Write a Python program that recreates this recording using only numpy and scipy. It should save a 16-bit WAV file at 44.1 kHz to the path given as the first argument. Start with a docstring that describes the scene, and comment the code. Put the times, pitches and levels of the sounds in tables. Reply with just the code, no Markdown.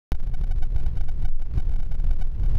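"""Cabin air throb.

Air throbs in the cabin of a moving vehicle and buffets a small microphone: resonant low noise and shaped surges.
Shaped noise gives low turbulence, road hiss, a dull roar and faint steady hiss.
The level moves in small hard steps: quick runs down (a short buzz) on many surges, slower ticks up between.
The sound starts abruptly after a moment of silence.
"""
import sys
import numpy as np
from scipy import signal
from scipy.fft import rfft, irfft
from scipy.io import wavfile
from scipy.ndimage import uniform_filter1d

SR = 44100
rng = np.random.default_rng(int(sys.argv[2]) if len(sys.argv) > 2 else 0)


def dump_mix(stems):
    """Bounce the given channels to the path in sys.argv[1] as a 16-bit WAV at rate SR."""
    frames = np.atleast_2d(stems).T  # one column per channel
    limited = np.clip(frames, -1, 1)  # hard clip at full scale
    pcm = np.round(limited * 32767).astype(np.int16)
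    wavfile.write(sys.argv[1], SR, pcm)


N = 113778
START_S = 0.1197

# faint steady hiss, spectrum: freq_hz, density_db (relative, per Hz)
HISS_SPECTRUM = [(300, 0), (2000, -18), (6000, -23.5), (15000, -28)]
HISS_DB = -74.5

# road hiss before the level steps: time_s, level_db
ROAD_LEVEL = [(.1, -61), (.85, -57.5), (1.15, -60.5), (1.35, -59), (1.54, -62), (2.0, -57.5), (2.3, -59.5),
              (2.38, -61), (2.58, -56)]
# road hiss, spectrum: freq_hz, density_db (relative, per Hz)
ROAD_SPECTRUM = [(150, -6), (400, -5), (700, -15.5), (1200, -28), (2500, -29.5), (5000, -42.5), (9000, -52),
                 (15000, -63)]

# dull roar: time_s, level_db
ROAR_LEVEL = [(.1, -72), (1.49, -68), (1.57, -49.5), (1.68, -69), (2.2, -72), (2.4, -52), (2.58, -53)]
ROAR_HZ, ROAR_WIDTH_HZ = 245, 280

# turbulence on the microphone, before lumps and level steps: time_s, level_db
GUST_LEVEL = [(0.13, -33), (0.18, -41.5), (0.23, -33.5), (0.35, -33.5), (0.39, -35), (0.42, -27),
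              (0.46, -33.5), (0.68, -35.5), (0.78, -30.5), (0.82, -32), (0.94, -27.5), (1.13, -39.5),
              (1.23, -26.5), (1.34, -44), (1.52, -31.5), (1.58, -21), (1.63, -33.5), (1.66, -28.5),
              (1.73, -31), (1.85, -35.5), (1.9, -33), (1.99, -33), (2.11, -31), (2.16, -38.5), (2.22, -31),
              (2.24, -38), (2.31, -35.5), (2.39, -25.5), (2.46, -30.5), (2.55, -26), (2.58, -26.5)]
# turbulence, spectrum: freq_hz, density_db (relative, per Hz)
GUST_SPECTRUM = [(25, -0.5), (48, -4), (58, 2.1), (66, -1.5), (90, -10.5), (125, -8.5), (200, -27),
                 (330, -38), (600, -86)]
GUST_LUMP_RMS_DB, LUMP_HZ, LUMP_WIDTH_HZ = 1.5, 38, 15.7

# cabin throb between surges, before rounding and level steps: time_s, level_db
THROB_LEVEL = [(0.13, -17.5), (0.57, -17), (0.65, 0), (0.68, -20), (0.87, -19), (0.92, -25), (0.95, -14),
               (1.36, -16.5), (1.53, -23.5), (1.57, -25), (2.14, -15), (2.17, -20.5), (2.22, -17),
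               (2.4, -24.5), (2.44, -14.5), (2.58, -17.5)]
THROB_HZ, THROB_WIDTH_HZ = 15.46, 7.44
THROB_LIMIT_RMS = 1.52  # crests round off towards this multiple of the rms

# strong pressure surges: first_step_down_s, steps_down (count, rounded; none below 1),
# height (signed, before level steps), rise_before_step_ms, nominal_length_ms
PRESSURE_SURGES = [(0.1214, 10.5, 0.27, 5.56, 19.5), (0.1491, 4, -0.19, 6.9, 53),
                   (0.2039, 2.5, 0.2, 37, 33.6), (0.232, -0.5, -.17, 14, 39), (0.2703, 8, -0.14, 9.6, 19.4),
                   (0.3409, 9.5, -0.23, 14, 36), (0.4389, 6.5, -0.2, 13.6, 28.3),
                   (0.5106, 12.5, -0.23, 5.8, 31), (0.583, 0, -0.18, 8, 39), (0.6241, 15, 0.29, 6.6, 34),
                   (.651, -1, -0.19, 7.7, 41), (0.7624, 3.5, 0.23, 3.9, 17), (0.7813, 4.5, -0.2, 8.6, 44),
                   (0.798, 6.5, -0.19, 23, 51), (0.822, -1.5, 0.2, 12.4, 45.5),
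                   (0.8617, 11, -0.28, 15.8, 27.5), (0.9705, 7, -0.2, 3.7, 26.7),
                   (1.0094, 7.5, 0.25, 16.5, 29.2), (1.0408, 2, -0.16, 13.4, 51.6),
                   (1.0857, 11, 0.26, 21, 47), (1.2232, 4.5, -0.15, 20.3, 40.6),
                   (1.249, 14, 0.3, 5.4, 28.7), (1.2854, 2, -0.22, 9.3, 34), (1.321, 0, 0.27, 17, 39),
                   (1.357, 0, -0.25, 15.6, 34.5), (1.392, 0, 0.13, 17, 32), (1.4209, 4.5, -0.18, 11.8, 44),
                   (1.459, -0.5, 0.11, 24.3, 43), (1.5804, 6, -0.22, 4.9, 49), (1.5974, 8, -0.25, 10.2, 30),
                   (1.624, 0, 0.17, 15, 31), (1.672, 0.5, 0.19, 6, 15.4), (1.6938, 4.5, -0.28, 6.4, 14.5),
                   (1.7155, 2.5, -0.2, 15.2, 32.5), (1.7243, 2.5, -0.21, 18.5, 24.0),
                   (1.7365, 4.5, 0.25, 8.2, 25), (1.761, 5, -0.16, 7.5, 21), (1.8018, 3.5, 0.21, 25, 32.0),
                   (1.8293, 4, -0.16, 15.6, 37), (1.916, 3, 0.24, 6.4, 30.5), (1.9234, 4, 0.12, 29, 33),
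                   (1.945, 2.5, -0.28, 9.4, 19), (1.9532, 1.5, -0.22, 15.3, 21), (2, 3, -0.18, 7.2, 23),
                   (2.0445, 2.5, -0.18, 16, 28.5), (2.069, 0.5, .19, 9.5, 24.4),
                   (2.088, 0, -0.18, 4.9, 19.5), (2.1102, 5.5, 0.25, 7.6, 19.0),
                   (2.1341, 2.5, -0.16, 18.3, 35), (2.2129, 14.5, -0.25, 4.6, 35), (2.245, 0, 0.23, 15, 35),
                   (2.276, 0, -0.17, 13.5, 31.5), (2.398, 2, -0.13, 1.8, 10), (2.436, 6.5, 0.21, 9.2, 14),
                   (2.46, 7.5, -0.18, 9, 18), (2.532, 0, 0.2, 8.1, 11.7), (2.5523, 5.5, -0.19, 3.7, 11.6)]
CREST_LAG_MS = 2.13  # crest after first_step_down_s

# runs of level steps up: first_step_up_s, steps_up (count)
STEPS_UP = [(.1448, 1), (.1755, 2), (0.1899, 3), (0.2283, 3), (0.2503, 6), (0.292, 4), (0.3387, 1),
            (0.3659, 14), (0.465, 9), (0.5593, 6), (0.6487, 2), (0.6706, 12), (0.7447, 4), (.8115, 6),
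            (0.8444, 1), (0.887, 4), (0.9297, 2), (0.9487, 1), (1.0066, 1), (1.037, 1), (1.082, 1),
            (1.1145, 7), (1.1632, 1), (1.1783, 6), (1.2202, 1), (1.2788, 1), (1.395, 5), (1.454, 12),
            (1.5393, 7), (1.5779, 1), (1.6221, 10), (1.754, 2), (1.7862, 3), (1.8544, 3), (1.8917, 5),
            (1.942, 1), (1.9725, 4), (2.0195, 5), (2.0667, 2), (2.0932, 4), (2.1291, 1), (2.1625, 2),
            (2.1892, 5), (2.2391, 2), (2.2535, 1), (2.2693, 2), (2.3011, 6), (2.3489, 7), (2.4114, 1),
            (2.4328, 1), (2.4518, 1), (2.4784, 2), (2.4941, 8), (2.5471, 1), (2.565, 3)]
STEP_DB, DOWN_PER_S, UP_PER_S = 0.7766, 750, 187.5
CENTRE_S, SMOOTH_S = 0.54, 0.0085  # moving-average lengths

MIC_TOP_HZ, MIC_DRIFT_HZ, STOPBAND_HZ = 13900, 4, 16600
MIC_DIP_HZ, MIC_DIP_WIDTH_HZ, MIC_DIP_SHARE = 7800, 3520, 0.73


def from_db(db):
    """dB to gain."""
    return 10 ** (np.asarray(db) / 20)


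def rms_one(x):
    """Scale to unit rms."""
    return x / np.sqrt(np.mean(x ** 2) + 1e-20)


def in_time(rows):
    """Interpolate (time_s, value) rows at every sample."""
    time_s, value = np.transpose(rows)
    return np.interp(np.arange(N) / SR, time_s, value)


def coloured(spectrum):
    """Filter white noise to a spectrum, linear in dB over log frequency; unit rms."""
    hz, db = np.transpose(spectrum)
    bin_hz = np.arange(N // 2 + 1) * SR / N + 1  # +1 Hz avoids log(0)
    shape = from_db(np.interp(np.log(bin_hz), np.log(hz), db, left=-90))
    return rms_one(irfft(rfft(rng.standard_normal(N)) * shape, N))


def resonance(x, hz, width_hz):
    """Two-pole band-pass, about unit gain at the peak."""
    radius = np.exp(-np.pi * width_hz / SR)
    zeros = np.array([1, 0, -1]) * (1 - radius * radius) / 2
    poles = [1, -2 * radius * np.cos(2 * np.pi * hz / SR), radius * radius]
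    return signal.lfilter(zeros, poles, x)


def level_steps():
    """Sum equal dB jumps into a staircase, less its moving average."""
    jumps_db = np.zeros(N + SR)
    for runs, rate, sign in ((PRESSURE_SURGES, DOWN_PER_S, -1), (STEPS_UP, UP_PER_S, 1)):
        for first_s, steps, *_ in runs:
            step_s = first_s + np.arange(round(steps)) / rate
            np.add.at(jumps_db, np.round(step_s * SR).astype(int), sign * STEP_DB)
    stair_db = np.cumsum(jumps_db[:N])
    return stair_db - uniform_filter1d(stair_db, int(CENTRE_S * SR))


def steady_hiss():
    """Stationary noise at constant level."""
    return from_db(HISS_DB) * coloured(HISS_SPECTRUM)


def road_hiss(steps_db):
    """Broadband road noise that follows the level steps."""
    return from_db(in_time(ROAD_LEVEL) + steps_db) * coloured(ROAD_SPECTRUM)


def dull_roar():
    """Noise twice through a broad low resonance."""
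    once = resonance(rng.standard_normal(N), ROAR_HZ, ROAR_WIDTH_HZ)
    twice = resonance(once, ROAR_HZ, ROAR_WIDTH_HZ)
    return from_db(in_time(ROAR_LEVEL)) * rms_one(twice)


def turbulence():
    """Low noise whose level wavers at random, in lumps."""
    lumps = rms_one(resonance(rng.standard_normal(N), LUMP_HZ, LUMP_WIDTH_HZ))
    level_db = in_time(GUST_LEVEL) + GUST_LUMP_RMS_DB * lumps
    return from_db(level_db) * coloured(GUST_SPECTRUM)


def free_throb():
    """Noise-driven cabin air resonance with softly limited crests."""
    white = rng.standard_normal(N + SR)  # first second lets the resonance settle
    narrow = resonance(white, THROB_HZ, THROB_WIDTH_HZ)
    swing = rms_one(resonance(narrow, THROB_HZ, 2 * THROB_WIDTH_HZ)[SR:])
    swing = THROB_LIMIT_RMS * np.tanh(swing / THROB_LIMIT_RMS)
    return from_db(in_time(THROB_LEVEL)) * swing


def cabin_throb():
    """Free throb gives way to an asymmetric cosine pressure swing at each surge."""
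    t = np.arange(N) / SR
    surge, weight = np.zeros(N), np.zeros(N)
    for first_s, _, height, rise_ms, length_ms in PRESSURE_SURGES:
        rise_s = (rise_ms + CREST_LAG_MS) / 1000
        fall_s = max(length_ms / 1000 - rise_s, rise_s / 2)
        crest_s = first_s + CREST_LAG_MS / 1000
        start = max(int((crest_s - 2 * rise_s) * SR), 0)
        span = slice(start, int((crest_s + 2 * fall_s) * SR))
        from_crest_s = t[span] - crest_s
        phase = np.pi / 2 * from_crest_s / np.where(from_crest_s < 0, rise_s, fall_s)
        share = np.cos(phase / 2) ** 2
        surge[span] += share * height * np.cos(phase)
        weight[span] += share
    free_share = np.clip(1 - weight, 0, 1)
    return surge / np.maximum(weight, 1) + free_share * free_throb()


def scene():
    """Sum the layers; low sounds and road hiss carry level steps."""
    steps_db = level_steps()
    smooth_len = int(SMOOTH_S * SR)
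    smooth_db = uniform_filter1d(uniform_filter1d(steps_db, smooth_len), smooth_len)
    background = steady_hiss() + road_hiss(steps_db) + dull_roar()
    # low sounds keep only the fast part of the steps
    low = from_db(steps_db - smooth_db) * (turbulence() + cabin_throb())
    return (background + low)[None]


def record(dry):
    """Soften the top, remove slow drift, mute until the start, dip the treble, cut the top."""
    x = signal.sosfilt(signal.butter(2, MIC_TOP_HZ, fs=SR, output="sos"), dry)
    x = x - uniform_filter1d(x, int(SR / MIC_DRIFT_HZ))
    x = x * (np.arange(N) >= START_S * SR)
    x = x - MIC_DIP_SHARE * resonance(x, MIC_DIP_HZ, MIC_DIP_WIDTH_HZ)
    return signal.sosfilt(signal.cheby2(12, 70, STOPBAND_HZ, fs=SR, output="sos"), x)


dry = scene()
out = record(dry)
dump_mix(out)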